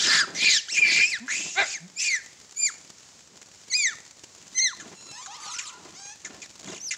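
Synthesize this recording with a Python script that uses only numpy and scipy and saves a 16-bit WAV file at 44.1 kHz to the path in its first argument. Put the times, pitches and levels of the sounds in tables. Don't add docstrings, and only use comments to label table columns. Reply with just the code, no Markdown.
import sys
import numpy as np
from scipy import signal
from scipy.fft import rfft, irfft, next_fast_len
from scipy.io import wavfile
from scipy.ndimage import uniform_filter1d

SR = 44100
rng = np.random.default_rng(int(sys.argv[2]) if len(sys.argv) > 2 else 0)


def dump_mix(stems):
    frames = np.atleast_2d(stems).T
    limited = np.clip(frames, -1, 1)
    pcm = np.round(limited * 32767).astype(np.int16)
    wavfile.write(sys.argv[1], SR, pcm)


N = 307377

# start in seconds, length in seconds, starting, top and final
# pitch in Hz, fall, swell and release times in seconds, fundamental and overtone levels in dB before
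# the level contour, mouth resonance in Hz, gain above EDGE_FROM_HZ in dB.
SCREAMS = [(-.02, 0.27, 1600, 1728, 1215, 0.058, 0.15, 0.043, -22.5, -21.5, 4740, 1),
           (1.524, 0.26, 2600, 2522, 1640, 0.067, 0.29, 0.039, -36, -29, 6560, 0),
           (1.955, 0.25, 2250, 2680, 1510, 0.23, 0.0482, 0.053, -33, -28, 6040, 4),
           (2.557, 0.15, 2270, 2405, 1176, 0.054, 0.089, 0.042, -34.5, -26.5, 5940, 8.5),
           (3.695, .248, 2250, 2494, 1147, 0.18, 0.046, 0.071, -31.5, -21.5, 6250, -5),
           (4.54, 0.2, 1990, 2115, 967, 0.11, 0.05, 0.074, -31, -21.5, 6140, -4)]
# time in seconds, pitch in Hz, fundamental level
# in dB, overtone level in dB, mouth resonance in Hz.
SCREECHES = [
    [(.348, 1975, -43, -36, 6340), (.43, 2497, -26, -24.5, 3250), (.488, 2341, -18.5, -22.5, 4200),
     (.51, 2240, -28, -19, 3850), (.575, 1661, -31, -21, 5040), (.605, 1310, -79, -37, 4200)],
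    [(.683, 1341, -41, -37.5, 4040), (.72, 2859, -40, -30, 5940), (.785, 2388, -19, -28.5, 6640),
     (.808, 2650, -31.5, -38, 6940), (.825, 2386, -16.5, -38.5, 5850), (.92, 2311, -24, -23, 4100),
     (1.035, 2407, -19, -30, 5500), (1.105, 2690, -36.5, -33.5, 6650), (1.143, 1970, -25.5, -32.5, 4350),
     (1.18, 1393, -41.5, -48, 4340)],
    [(1.277, 1540, -35, -46, 5850), (1.315, 2060, -27.5, -31, 6600), (1.365, 2556, -31.5, -31.5, 6700),
     (1.56, 2755, -50.5, -40, 6600)],
]
# start in seconds, length in seconds, roughness added (0-1).
TEARS = [(-.05, 0.235, 0.85), (0.19, 0.04, 0.3), (0.334, 0.23, 0.47), (0.727, 0.082, 0.38),
         (0.85, 0.19, 0.5), (1.037, .16, 0.1), (1.25, 0.065, 0.7), (1.319, 0.44, 0.48), (2.005, 0.06, 0.56),
         (2.07, .12, .12)]
# centre in seconds, width in seconds, half-line level in dB.
SLIPS = [(2.669, 0.012, -11), (3.815, 0.067, -18), (4.584, 0.0082, -6)]
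# centre in seconds, width in seconds, shift as a share of the pitch.
FLICKS = [(3.731, 0.03, -0.17), (4.596, 0.0114, -.08)]
# time in seconds, pitch in Hz, level in dB,
# hoarseness (half the ratio of noise to pulses).
BARK = [(1.55, 317.2, -49, .3), (1.584, 386.3, -18, 0.2), (1.604, 421.8, -20, 0.52),
        (1.63, 340.7, -24, 1.76), (1.67, 267, -47, 0.69)]
# resonance in Hz, width of each of two passes in Hz,
# gain in dB.
BARK_THROAT = [(767, 550, 9), (1570, 310, 16), (2216, 305, 18.5), (3830, 570, 8)]
# start in seconds, length in seconds, four evenly spaced pitches in Hz,
# level in dB and octave level relative to it in dB, both before the swell cut and throat filter.
SQUEAKS = [(5.53, 0.05, 5400, 6120, 5470, 5230, -23, 6), (5.56, 0.13, 3350, 5380, 5370, 2900, -34, 23),
           (6.795, .108, 5100, 6160, 5970, 4050, -23, 20)]
# start in seconds, length in seconds, starting pitch in Hz, peak level in dB.
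YIPS = [(4.796, 0.045, 1860, -39.5), (5.258, 0.021, 1500, -36), (5.584, 0.034, 2753, -29),
        (6.246, 0.037, 2222, -33.5), (6.416, 0.049, 2714, -38), (6.907, 0.045, 2627, -26.5)]
# start in seconds, length in seconds, peak level of each squeak in dB.
CHATTERS = [(5.42, .27, -41), (6.65, .13, -41.5)]
# start in seconds, length in seconds, mid pitch in Hz, level in dB.
GRUNTS = [(1.197, 0.075, 242.5, -39.5), (1.799, 0.086, 172.8, -43)]
# start in seconds, length in seconds, four evenly spaced pitches in Hz,
# level in dB, overtone tilt in dB per natural log of the order.
WHINES = [(4.92, 0.38, 1412, 1354, 1285, 970, -46.5, 5), (5.11, 0.15, 771, 880, 1059, 1270, -45, -6.5),
          (5.265, 0.11, 730, 825, 970, 1148, -42, -5), (5.39, 0.18, 1508, 1514, 1327, 1150, -42, 7),
          (5.925, 0.23, 561.6, 784, 815, 941, -43.5, -1.5)]
# start in seconds, length in seconds, level in dB.
SCUFFLES = [(-.2, 0.83, -41), (0.682, 0.43, -44.5), (1.29, 0.26, -46.5), (4.359, 0.13, -57.5),
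            (4.765, 0.2, -45), (5.721, 0.27, -51), (6.217, 0.24, -47.5), (6.627, 0.18, -40.5)]
# time in seconds, tick level in dB before noise and filter.
SNAPS = [(2.902, -48.5), (6.644, -43.5)]
# frequency in Hz, gain in dB.
THROAT = [(900, -29), (2200, 3), (3300, 8), (5000, 5), (7400, 7), (8500, -7.5), (11000, -22), (15500, -40)]
WHINE_THROAT = [(900, 9), (2000, 4.5), (4000, 7.5), (6500, 13.5), (10500, -16), (15000, -47)]
FEET = [(50, -32.5), (160, -2), (400, -7.5), (900, -14), (7000, -27), (11000, -55)]
AIR = [(25, -28), (70, 11.5), (160, 12), (1200, 7), (2300, 7.5), (3500, 8), (7200, 15), (9000, -3.5),
       (12000, -15)]

BAND_LIMIT_HZ = 15800
EDGE_FROM_HZ = 6800
SCOOP_S, FALL_POWER = 0.032, 1.7
ATTACK_S, LOW_SWELL_DB, HIGH_SWELL_DB, SAG_DB_PER_S = 0.012, 20, 19.5, 24.5
RELEASE_DB, CHOKE_S, CLOSING_DB = 26, 0.029, 19
CALM_ROUGH, TEAR_S = 0.05, 0.06
CHATTER_PER_S, CHATTER_HZ, CHATTER_S = 72, 3220, 0.02
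WHINE_SWELL_DB = 4.5
COO_FROM_S, COO_TO_S, COO_PEAK_S, COO_PER_S = 4.85, 6.0, 5.42, 16
COO_DB, COO_FADE_DB_PER_S, COO_HZ, COO_S = -43, 46, 1018, 0.19


def scream(s, length, start_hz, top_hz, end_hz, fall_s, swell_s, release_s,
           low_db, high_db, mouth_hz, edge_db):
    t, hz = contour(s, length, start_hz, top_hz, end_hz, fall_s)
    rough = tearing(s + t)
    unswollen = np.clip(1 - t / swell_s, 0, 1)
    release = 1 - np.exp(-(np.maximum(t - length + release_s, 0) / CHOKE_S) ** 2)
    fade_db = SAG_DB_PER_S * np.maximum(t - swell_s, 0) + RELEASE_DB * release
    closing = np.clip((t - length) / fall_s + 1, 0, 1) * (1 - rough)
    low = low_db - LOW_SWELL_DB * unswollen - fade_db + CLOSING_DB * closing
    high = high_db - HIGH_SWELL_DB * unswollen * (1 - rough ** 2) - fade_db
    _, cry = voice(s, hz, low, high, rough, mouth_hz)
    edged = colour(cry, [(EDGE_FROM_HZ, 0), (EDGE_FROM_HZ + 1, edge_db)])
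    return s, edged * np.minimum(t / ATTACK_S, 1)


def contour(s, length, start_hz, top_hz, end_hz, fall_s):
    t = np.arange(int(length * SR)) / SR
    scoop = np.exp(-(t / SCOOP_S) ** 2)
    fall = np.clip((t - length) / fall_s + 1, 0, 1) ** FALL_POWER
    flick = sum(share * np.exp(-(2 * (s + t - at) / width) ** 2) for at, width, share in FLICKS)
    hz = top_hz + (start_hz - top_hz) * scoop + (end_hz - top_hz) * fall
    return t, hz * (1 + flick)


def screech(rows):
    s, (hz, low, high, mouth_hz) = curves(rows)
    return voice(s, hz, low, high, tearing(s + np.arange(len(hz)) / SR), mouth_hz)


def tearing(t):
    rough = CALM_ROUGH
    for at, length, added in TEARS:
        rough = rough + added * np.clip(0.5 + np.minimum(t - at, at + length - t) / TEAR_S, 0, 1)
    return rough


def voice(s, hz, low_db, high_db, rough, mouth_hz, jitter=0.0734, jitter_hz=700, unrest_db=4.5,
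          smear_hz=800, torn_hz=50, quaver=0.00886, rasp=10, mouth_width_hz=1000, mouth_db=12,
          rattle_share=0.14, rattle=2.8, rattle_unrest=0.07):
    n, rough = len(hz), np.clip(rough, 0, 1)
    t = s + np.arange(n) / SR
    phase = 2 * np.pi * np.cumsum(hz * (1 + quaver * wander(n, torn_hz))) / SR
    flutter_hz = rattle_share * hz * (1 + rattle_unrest * wander(n, torn_hz))
    flutter = 2 * np.pi * np.cumsum(flutter_hz) / SR

    def partial(order, split):
        stray_hz = hz * jitter * rough * np.sqrt(order) * wander(n, jitter_hz)
        turn = order * phase + 2 * np.pi * np.cumsum(stray_hz) / SR
        sides = 0
        for k in (-2, -0.84, 1, 2):
            side = np.cos(turn + k * flutter + 2 * np.pi * rng.random())
            sides = sides + side * wander(n, torn_hz) / abs(k)
        return (np.cos(turn) + split * sides) * amp(unrest_db * wander(n, torn_hz))

    torn = np.maximum(rough - CALM_ROUGH, 0)
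    slip = rough ** 2
    for at, width, db in SLIPS:
        slip = slip + amp(db) * np.exp(-(2 * (t - at) / width) ** 2)
    split = rattle * torn
    folds = sum(partial(k, split) + slip * partial(k - 0.5, split) for k in range(2, 9))
    turbulence = rasp * rough ** 1.5 * rng.standard_normal(n)
    throat = colour(folds + turbulence, THROAT)
    overtones = steady(throat + amp(mouth_db) * resonate(throat, mouth_hz, mouth_width_hz))
    width_hz = smear_hz * rough.max()
    breathy = steady(resonate(resonate(rng.standard_normal(n), hz, width_hz), hz, width_hz))
    whistle = steady(partial(1, torn / np.sqrt(3)))
    fundamental = steady(np.sqrt(1 - torn ** 2) * whistle + torn * breathy)
    return s, amp(low_db) * fundamental + amp(high_db) * overtones


def bark(jitter=0.0294, jitter_hz=470, shut=0.415, top_hz=4800):
    s, (hz, db, hoarse) = curves(BARK)
    n = len(hz)
    phase = 2 * np.pi * np.cumsum(hz * (1 + jitter * wander(n, jitter_hz))) / SR
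    drive = unit(stack(phase, hz, np.arange(1, 20))) + 2 * hoarse * rng.standard_normal(n)
    mouth = 1 + shut * (hz / hz.max() - 1)
    throat = 0
    for f, width_hz, gain_db in BARK_THROAT:
        ring = resonate(resonate(drive, f * mouth, width_hz), f * mouth, width_hz)
        throat = throat + amp(gain_db) * ring
    lowpass = signal.butter(4, top_hz, fs=SR, output="sos")
    return s, amp(db) * steady(signal.sosfilt(lowpass, throat))


def squeak(s, length, *row, swell_db=7, unrest_db=2, unrest_hz=80):
    *pitches_hz, db, octave_db = row
    u, hz, phase = glide(length, pitches_hz)
    cut_db = swell_db * (3 - u)
    tone = colour(np.cos(phase) + amp(octave_db - cut_db) * np.cos(2 * phase), THROAT)
    level = amp(db - cut_db + unrest_db * wander(len(u), unrest_hz))
    return s, tone * level * signal.windows.tukey(len(u), 0.25)


def yip(s, length, hz, db, rough=0.66, fade_db=15, rise_s=0.0034, drop=0.4,
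        fundamental_db=-3, mouth_hz=6800):
    t = np.arange(int(length * SR)) / SR
    level = db - fade_db * np.interp(t, [0, rise_s, length], [1, 0, 1])
    return voice(s, hz * (1 - drop * t / length), level + fundamental_db, level, rough, mouth_hz)


def chatter(s, length, db):
    starts = np.arange(s, s + length, 1 / CHATTER_PER_S)
    for at, (late, long, high) in zip(starts, rng.random((len(starts), 3))):
        hz = CHATTER_HZ * 2 ** (high - 0.5)
        yield yip(at + late / CHATTER_PER_S, CHATTER_S * (0.5 + long), hz, db, rough=0.4)


def grunt(s, length, hz, db, overtone_db=-23.02, rise=0.15):
    n = int(length * SR)
    phase = 2 * np.pi * np.cumsum(hz * (1 + rise * np.linspace(-1, 1, n))) / SR
    hum = np.sin(phase) + amp(overtone_db) * stack(phase, hz, np.arange(2, 5))
    return s, amp(db) * unit(hum) * np.sin(np.linspace(0, np.pi, n))


def whine(s, length, *row, patchy_db=4, patchy_hz=16):
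    *pitches_hz, db, tilt_db = row
    u, hz, phase = glide(length, pitches_hz)
    folds = 0
    for k in range(1, 13):
        level = amp(tilt_db * np.log(k) + patchy_db * wander(len(u), patchy_hz))
        folds = folds + level * stack(phase + 2 * np.pi * rng.random(), hz, [k])
    swell = amp(db - WHINE_SWELL_DB * (1 - u) ** 2)
    return s, swell * steady(colour(folds, WHINE_THROAT)) * signal.windows.tukey(len(u), 0.35)


def coos(arch=0.12, slope=0.28, spread_octaves=0.78, overtone_db=-11):
    starts = np.arange(COO_FROM_S, COO_TO_S, 1 / COO_PER_S)
    for s, (late, long, high, lean) in zip(starts, rng.random((len(starts), 4)) - 0.5):
        shape = np.array([1 - 2 * slope * lean, 1 + arch, 1 + 2 * slope * lean])
        pitches_hz = COO_HZ * 2 ** (spread_octaves * high) * shape
        u, hz, phase = glide(COO_S * (1 + long), pitches_hz, quaver=0.045)
        tone = np.cos(phase) + amp(overtone_db) * stack(phase, hz, np.arange(2, 6))
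        level = amp(COO_DB - COO_FADE_DB_PER_S * abs(s - COO_PEAK_S))
        yield s + late / COO_PER_S, level * tone * np.sin(np.pi * u)


def glide(length, pitches_hz, quaver=0.0125, quaver_hz=170):
    u = np.linspace(0, 1, int(length * SR))
    knots = np.linspace(0, 1, len(pitches_hz))
    hz = np.polyval(np.polyfit(knots, pitches_hz, len(pitches_hz) - 1), u)
    return u, hz, 2 * np.pi * np.cumsum(hz * (1 + quaver * wander(len(u), quaver_hz))) / SR


def scuffle(s, length, db, lumpy_db=4, lumpy_hz=46):
    n = int(length * SR)
    dirt = colour(rng.standard_normal(n) * amp(lumpy_db * wander(n, lumpy_hz)), FEET)
    return s, amp(db) * unit(dirt) * np.sin(np.linspace(0, np.pi, n))


def crackle(per_s=45, small_db=-53, spread_db=1.5, decay_s=0.0039):
    levels = amp(small_db + spread_db * np.minimum(rng.exponential(1, N), 3))
    ticks = (rng.random(N) < per_s / SR) * levels
    for s, db in SNAPS:
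        ticks[round(s * SR)] += amp(db)
    bursts = signal.lfilter([1], [1, -np.exp(-1 / (decay_s * SR))], ticks)
    return colour(bursts * rng.standard_normal(N), AIR)


def ground(x, delay_s=0.0029, bounce_db=-10):
    return x + amp(bounce_db) * np.pad(x, (round(delay_s * SR), 0))[:len(x)]


def surroundings(x, near_db=-15, near_t60_s=0.043, far_db=-14.5, far_t60_s=0.48, per_s=2000, gap_s=0.004):
    t = np.arange(SR) / SR
    echoes = rng.standard_normal((2, SR)) * (rng.random((2, SR)) < per_s / SR)
    near, far = echoes * (t > gap_s)
    scatter = amp(near_db) * unit(near * amp(-60 * t / near_t60_s))
    tail = amp(far_db) * unit(far * amp(-60 * t / far_t60_s))
    return signal.fftconvolve(x, (scatter + tail) / np.sqrt(SR))[:N]


def air(hiss_db=-53.5, swell_db=1.1, rumble_db=-66, lumpy_db=5, shuffle_hz=8):
    swell = amp(swell_db * wander(N, shuffle_hz))
    hiss = amp(hiss_db) * unit(colour(rng.standard_normal(N), AIR)) * swell
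    shuffling = colour(rng.standard_normal(N) * amp(lumpy_db * wander(N, shuffle_hz)), FEET)
    return hiss + amp(rumble_db) * unit(shuffling)


def amp(db):
    return 10 ** (np.asarray(db) / 20)


def unit(x):
    return x / np.sqrt(np.mean(x ** 2) + 1e-20)


def steady(x, size=700):
    return x / np.sqrt(abs(uniform_filter1d(x ** 2, size)) + 1e-12)


def colour(x, spectrum):
    hz, db = np.transpose(spectrum)
    size = next_fast_len(len(x) + 512)
    f = np.fft.rfftfreq(size, 1 / SR)
    gain = amp(np.interp(np.log(f + 1), np.log(hz), db))
    return irfft(rfft(x, size) * gain, size)[:len(x)]


def wander(n, hz):
    size = next_fast_len(n + 512)
    f = np.fft.rfftfreq(size, 1 / SR)
    slow = rfft(rng.standard_normal(size)) / (1 + (f / hz) ** 2) ** 2
    return unit(irfft(slow, size)[:n])


def stack(phase, hz, orders):
    return sum(np.cos(k * phase) * (k * hz < BAND_LIMIT_HZ) for k in orders)


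def resonate(x, hz, width_hz):
    turn = np.exp(2j * np.pi * np.cumsum(hz * np.ones(len(x))) / SR)
    r = np.exp(-np.pi * width_hz / SR)
    return 2 * (turn * signal.lfilter([1 - r], [1, -r], x / turn)).real


def curves(rows):
    s, *columns = np.transpose(rows)
    t = np.arange(s[0], s[-1], 1 / SR)
    return s[0], [uniform_filter1d(np.interp(t, s, c), size=180) for c in columns]


def add(mix, s, sound):
    start = round(s * SR)
    soft = sound * signal.windows.tukey(len(sound), min(1, 200 / len(sound)))
    soft = soft[max(0, -start):]
    part = mix[max(0, start):][:len(soft)]
    part += soft[:len(part)]


def scene(far_echo_db=6):
    near, far = np.zeros((2, N))
    near_rows = [(scream, SCREAMS), (squeak, SQUEAKS), (yip, YIPS), (grunt, GRUNTS), (scuffle, SCUFFLES)]
    for source, rows in near_rows:
        for row in rows:
            add(near, *source(*row))
    for rows in SCREECHES:
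        add(near, *screech(rows))
    add(near, *bark())
    for row in CHATTERS:
        for sound in chatter(*row):
            add(near, *sound)
    for sound in [whine(*row) for row in WHINES] + list(coos()):
        add(far, *sound)
    echoes = surroundings(near + amp(far_echo_db) * far)
    return (ground(near) + far + echoes + crackle() + air())[None]


def record(dry):
    lowpass = signal.firwin(511, BAND_LIMIT_HZ, window=("kaiser", 9), fs=SR)
    return signal.oaconvolve(dry, lowpass[None], "same")


dry = scene()
out = record(dry)
dump_mix(out)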